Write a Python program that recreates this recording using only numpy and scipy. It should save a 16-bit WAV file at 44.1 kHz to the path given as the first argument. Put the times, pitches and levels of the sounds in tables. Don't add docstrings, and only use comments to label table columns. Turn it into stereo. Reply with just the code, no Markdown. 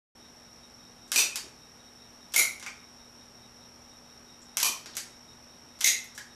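import sys
import numpy as np
from scipy import signal
from scipy.fft import rfft, irfft, next_fast_len
from scipy.io import wavfile
from scipy.ndimage import uniform_filter1d

SR = 44100
rng = np.random.default_rng(int(sys.argv[2]) if len(sys.argv) > 2 else 0)


def transcribe(u):
    v = np.clip(np.atleast_2d(u).T, -1, 1)
    q = np.round(v * 32767).astype(np.int16)
    wavfile.write(sys.argv[1], SR, q)


N = 280017
RING_SAMPLES, ROOM_SAMPLES = 4096, 32768
HZ = np.maximum(np.fft.rfftfreq(RING_SAMPLES, 1 / SR), 1)
TIME = np.arange(N) / SR

# (time [s], level [dB], body [dB], treble [dB], direct [dB], left - right [dB])
HITS = [(1.16, 2.5, 2, -4, -5.5, -1), (2.3618, -1.54, 4.5, 3, -7, -0.8), (4.6294, -0.5, 1, -5.5, -1, -0.5),
        (5.8427, -0.5, -6.5, 1, -7.5, -0.5)]
# (frequency [Hz], level [dB])
SMACK_TONE = [(120, -17), (350, 5.5), (800, 1.8), (1400, 4), (3000, 9.5), (6000, 16.5), (10000, 12),
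              (14000, 7)]
# (frequency [Hz], width [Hz], lift on first hit [dB], lift on second hit [dB])
CARD_MODES = [
    [(1060, 620, 1, 11), (2447, 303, 17, 18.4), (2634, 170, 10.5, 8.8), (3050, 300, 3.5, 8.4),
     (3560, 220, 10, 1.3), (4480, 520, 7, 3.5), (5860, 280, 11, 6.8), (6760, 310, 3, 2.6),
     (8010, 290, 3, 7.8), (8450, 750, 5.5, 1.6), (11080, 1500, 2.5, 12.8), (11900, 300, 7, 2),
     (12900, 1500, 4, 10)],
    [(1320, 370, 8, 3), (1893, 350, -1.5, 10.5), (2119, 303, 20.5, 20), (2315, 256, 15, 5),
     (2624, 400, 3, 9.5), (3610, 590, 0, 8), (3950, 320, 4.5, 7.5), (5090, 270, -6, 7), (6100, 1200, 6, 7),
     (6560, 240, -6, 7), (6740, 230, 8.5, 8), (9980, 850, 10, -1.5), (11350, 300, 3, 9),
     (12260, 670, 11.5, 8.5)],
]
# (delay [s], level [dB])
CARD_ECHOES = [(.0016, 0.5), (.0038, -3.5), (.0052, -19), (.0066, -3.5), (.0175, -1), (.027, -12)]
# (time [s], level [dB])
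CARD_SWELL = [(0, -15), (.012, -10.5), (.019, -7), (.032, -1.5), (.05, -1.5), (.07, -1), (.12, -2)]


def card_smacks(body_hz=970, body_width_hz=1700):
    out = np.zeros((2, N))
    for k, (s, db, body_db, treble_db, direct_db, pan_db) in enumerate(HITS):
        blow, card = divmod(k, 2)
        direct = from_db(direct_db) * first_arrivals(CARD_ECHOES, spread_s=.000012)
        room = evened(direct + diffuse_echo(CARD_SWELL), width_hz=120)
        modes = [(hz, width, lift[blow]) for hz, width, *lift in CARD_MODES[card]]
        modes.append((body_hz, body_width_hz, body_db))
        tone = at_hz(SMACK_TONE, HZ) + db + shelves(0, treble_db) + resonances(modes)
        add(out, s, pan(pan_db) * excite(contact(decay_s=0.0011), tone, room))
    return out


# (frequency [Hz], level [dB])
WOOD_TONE = [(100, -44), (300, -20.5), (700, -12.5), (1200, -9), (2500, -6.5), (4000, -4.5), (6500, -0.5),
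             (9000, -5), (12500, -7), (15000, -25)]
# (frequency [Hz], width [Hz], lift [dB])
GUN_MODES = [(1560, 420, 3), (2190, 180, 4.5), (3630, 130, 1.1), (5740, 200, 1)]


def wood_tone():
    return at_hz(WOOD_TONE, HZ) + resonances(GUN_MODES)


# (time [s], knock [dB], slip [dB], slip's lead [s], band flutter [dB])
RELEASES = [(1.1188, 9, 1, 0.00097, 5.5), (2.342, 7, -5, 0.0036, 3), (4.5709, 0.5, 6, 0.0002, 6),
            (5.8111, 6.5, -5, 0.0037, 0)]
# (time [s], level [dB], brightness [dB], ring [Hz], ring lift [dB])
TRIGGER_RETURNS = [(1.3576, 5.5, 2, 4550, 5.5), (2.6632, -2.5, -9, 2320, 12), (4.9684, 5, 3.5, 1820, 9),
                   (6.178, -3.5, -4, 1700, 10)]
# (time [s], level [dB], brightness [dB], ring [Hz])
LOOSE_TICKS = [(1.1434, 3.5, 0, 4500), (2.598, -10, -2, 9000), (2.6269, -4, -8, 1510),
               (4.6016, 7, 1.5, 5100), (4.8594, -6, -7, 4500), (4.953, -9, 1, 6800),
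               (6.0427, -17.5, 9, 12400)]


def gun_clicks(direct, echo, slip_hz=5800, knock_hz=3200, ring_db=6.5, rebound_s=0.0045, rebound_db=-7.5):
    # (bass [dB], treble [dB], reverb [dB])
    knock, slip, spring, tick = (2, -5.5, 1.8), (0.22, 5, 0), (2, -2.5, 5.5), (0, -5, 4)
    clicks = []
    for s, knock_db, slip_db, lead_s, _ in RELEASES:
        clicks.append((s - lead_s, slip_db, 0, slip_hz, ring_db, slip))
        clicks.append((s, knock_db, 0, knock_hz, ring_db, knock))
    bouncing = [(*row, spring) for row in TRIGGER_RETURNS] + [(*row, ring_db, tick) for row in LOOSE_TICKS]
    for s, db, *timbre in bouncing:
        clicks += [(s, db, *timbre), (s + rebound_s, db + rebound_db, *timbre)]
    out = np.zeros((2, N))
    for s, db, bright_db, hz, lift_db, (bass_db, treble_db, reverb_db) in clicks:
        ring = resonances([(hz, 0.26 * hz, lift_db)])
        tone = wood_tone() + db + shelves(bass_db - bright_db, treble_db + bright_db) + ring
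        room = evened(direct + from_db(reverb_db) * echo, width_hz=90)
        add(out, s, excite(contact(decay_s=0.00098), tone, room))
    return out


def band_flutter(room, roughness_db=3.2):
    out = np.zeros((2, N))
    for (s, *_, db), (hit_s, *_) in zip(RELEASES, HITS):
        noise, jitter = rng.standard_normal((2, RING_SAMPLES))
        grains = noise * from_db(roughness_db * jitter)
        flight = unit_energy(grains[:int((hit_s - s) * SR)])
        add(out, s, excite(flight, wood_tone() + db, room))
    return out


# (time [s], centre [Hz], width [Hz], level [dB])
SCRAPES = [(1.078, 6900, 5000, -21), (2.321, 6000, 6000, -12.5), (4.418, 7320, 1300, -12),
           (4.935, 4160, 3000, -12.5), (5.789, 5970, 6000, -15.5), (6.150, 7000, 5000, -13)]


def gun_scrapes(room):
    out = np.zeros((2, N))
    for s, hz, width, db in SCRAPES:
        tone = db - 20 * np.log10(1 + (2 * (HZ - hz) / width) ** 2)
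        add(out, s, excite(contact(decay_s=0.021), tone, room))
    return out


# (delay [s], level [dB])
GUN_ECHOES = [(.0045, -5), (.0083, -19.5), (.0105, -8.5)]


def gun():
    direct = first_arrivals(GUN_ECHOES, spread_s=.00001)
    echo = diffuse_echo(swell=[(0, 2), (.006, 1.5), (.03, 0.5), (.07, -1.5)])
    echo = signal.sosfilt(signal.butter(1, 12000, fs=SR, output="sos"), echo)
    return (gun_clicks(direct, echo)
            + band_flutter(direct + from_db(-4.5) * echo)
            + gun_scrapes(direct + from_db(-9) * echo))


# (time [s], level [dB])
FALLS = [(1.434, -3), (1.463, -2), (4.690, 0), (4.863, -11), (4.884, -5.5)]
# (frequency [Hz], level [dB])
THUD_TONE = [(60, -16), (150, -5), (280, 0), (450, -5), (800, -16), (2000, -32), (8000, -50)]


def card_falls():
    out = np.zeros((2, N))
    room = diffuse_echo(swell=[(0, 4), (.03, -8), (.08, -6)])
    for s, db in FALLS:
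        add(out, s, excite(contact(decay_s=0.0069), at_hz(THUD_TONE, HZ) + db, room))
    return out


def first_arrivals(echoes, spread_s):
    out = np.zeros((2, ROOM_SAMPLES))
    out[:, 0] = 1
    for s, db in echoes:
        scatter = from_db(db) * contact(decay_s=0.0002)
        for side, lag in zip(out, s + spread_s * rng.standard_normal(2)):
            i = int(abs(lag) * SR)
            side[i:i + len(scatter)] += scatter
    return unit_energy(out)


# (frequency [Hz], time to fall 60 dB [s])
REVERB_DECAY = [(200, 0.3), (530, 0.43), (1400, 0.48), (2400, 0.41), (3700, 0.38), (6000, 0.34),
                (10000, 0.3), (15000, 0.22)]
# (frequency [Hz], left-right correlation [0-1])
REVERB_IMAGE = [(100, 1), (600, 0.95), (1500, 0.75), (3000, 0.8), (6500, 0.88), (10000, 0.7), (15000, 0.09)]


def diffuse_echo(swell):
    t, hz = np.arange(ROOM_SAMPLES) / SR, np.fft.rfftfreq(ROOM_SAMPLES, 1 / SR)
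    noise = stereo_noise(REVERB_IMAGE, ROOM_SAMPLES)
    centres, t60s = np.transpose(REVERB_DECAY)
    tail = 0
    for weights, t60 in zip(np.eye(len(centres)), t60s):
        band = irfft(noise * at_hz(np.c_[centres, weights], hz))
        tail += band * from_db(-60 * t / t60)
    return unit_energy(tail * from_db(np.interp(t, *np.transpose(swell))))


def evened(room, width_hz):
    spectrum = rfft(room)
    power = np.mean(np.abs(spectrum) ** 2, axis=0)
    broad_power = uniform_filter1d(power, int(width_hz * ROOM_SAMPLES / SR))
    return irfft(spectrum / np.sqrt(broad_power + 1e-12))[:, :ROOM_SAMPLES - RING_SAMPLES]


# (frequency [Hz], level [dB])
HUM_PARTIALS = [(75.4, -72.5), (120, -72.5), (240, -63.5), (840, -73.5), (1260, -77)]


def hum():
    return sum(np.sqrt(2) * from_db(db) * np.sin(2 * np.pi * (hz * TIME + rng.random()))
               for hz, db in HUM_PARTIALS)


# (frequency [Hz], density [dB per Hz])
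CHIRP_TONE = [(3450, -112), (3640, -99), (3780, -81.5), (3880, -97), (3970, -97), (4100, -115)]
# (first chirp [s], last chirp [s])
CHIRP_PHRASES = [(0.25, 3.63), (3.92, 6.33)]


def chirping_insect(period_s=0.2, half_width_s=0.063):
    coarse_time, pulses = TIME[::100], 0
    for first, last in CHIRP_PHRASES:
        for s in np.linspace(first, last, round((last - first) / period_s) + 1):
            pulses += np.exp(-((coarse_time - s) / half_width_s) ** 2)
    return np.interp(TIME, coarse_time, pulses) * noise_bed(CHIRP_TONE, image=[(3800, .8)])


# (frequency [Hz], density [dB per Hz])
TRILL_TONE = [(4900, -112), (5200, -94), (5420, -84), (5620, -83), (5770, -85), (5900, -99), (6100, -115)]


def trilling_cricket(wing_hz=57, wing_depth=0.097, left_db=2.5, left_lag_s=0.0002):
    strokes = 1 + wing_depth * np.sin(2 * np.pi * wing_hz * TIME)
    left, right = strokes * noise_bed(TRILL_TONE, image=[(5600, 0.99)])
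    return np.array([from_db(left_db) * np.interp(TIME - left_lag_s, TIME, left), right])


# (frequency [Hz], density [dB per Hz])
HISS_TONE = [(20, -98), (45, -86.5), (80, -89.5), (170, -86.5), (350, -87.5), (800, -88), (1500, -91.5),
             (2500, -95.5), (4500, -100), (7000, -103), (10000, -105), (12500, -104), (13200, -125),
             (14000, -145)]
# (frequency [Hz], left-right correlation [0-1])
HISS_IMAGE = [(60, 0.99), (130, 0.94), (290, 0.57), (640, 0.2), (1400, 0.013), (7000, 0.069),
              (15000, 0.093)]


def hiss():
    return noise_bed(HISS_TONE, HISS_IMAGE)


def contact(decay_s):
    envelope = np.exp(-np.arange(RING_SAMPLES) / SR / decay_s)
    burst = rfft(rng.standard_normal(RING_SAMPLES) * envelope)
    return irfft(burst / (np.abs(burst) + 1e-12))[:RING_SAMPLES // 2]


def excite(force, tone_db, room):
    cepstrum = irfft(np.log(from_db(tone_db)))[:RING_SAMPLES // 2]
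    cepstrum[0] /= 2
    ring = irfft(np.exp(rfft(2 * cepstrum, RING_SAMPLES)))
    return signal.fftconvolve(signal.fftconvolve(force, ring)[None], room, axes=1)


def resonances(modes):
    return sum(db / (1 + (1.6 * (HZ - hz) / width) ** 2) ** 2 for hz, width, db in modes)


def shelves(bass_db, treble_db):
    bass = bass_db * at_hz([(1600, 0.99), (4000, 0.14)], HZ)
    return bass + treble_db * at_hz([(6000, 0.2), (11000, 0.94)], HZ)


def noise_bed(tone, image):
    size = next_fast_len(N, True)
    hz = np.fft.rfftfreq(size, 1 / SR)
    gain = from_db(at_hz(tone, hz)) * np.sqrt(SR / 2) * (hz < tone[-1][0])
    return irfft(stereo_noise(image, size) * gain, size)[:, :N]


def stereo_noise(image, size):
    alike = np.clip(at_hz(image, np.fft.rfftfreq(size, 1 / SR)), -.999, .999)
    mid, side = rfft(rng.standard_normal((2, size)))
    return np.sqrt((1 + alike) / 2) * mid + np.sqrt((1 - alike) / 2) * side * [[1], [-1]]


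def from_db(db):
    return 10 ** (np.asarray(db) / 20)


def pan(db):
    return from_db(db / 2 * np.array([[1], [-1]]))


def at_hz(points, hz):
    f, value = np.transpose(points)
    return np.interp(np.log(np.maximum(hz, 1)), np.log(f), value)


def add(out, s, sound):
    i = int(round(s * SR))
    out[:, i:i + sound.shape[-1]] += sound[..., :N - i]


def unit_energy(x):
    return x / np.sqrt(np.mean(np.sum(x ** 2, axis=-1)))


def scene():
    return card_smacks() + gun() + card_falls() + hum() + chirping_insect() + trilling_cricket() + hiss()


def record(dry, start_s=0.15, fade_s=0.0049, cutoff_hz=15100):
    size = next_fast_len(N, True)
    # (frequency [Hz], left - right [dB])
    lean = [(300, 0.15), (1100, -0.12), (2300, 0.025), (5500, 0.21), (9000, 0.072), (13000, 2.2)]
    balance = pan(at_hz(lean, np.fft.rfftfreq(size, 1 / SR)))
    coloured = irfft(rfft(dry, size) * balance, size)[:, :N]
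    faded_in = coloured * np.clip((TIME - start_s) / fade_s, 0, 1)
    return signal.sosfilt(signal.ellip(10, .1, 80, cutoff_hz, fs=SR, output="sos"), faded_in)


dry = scene()
out = record(dry)
transcribe(out)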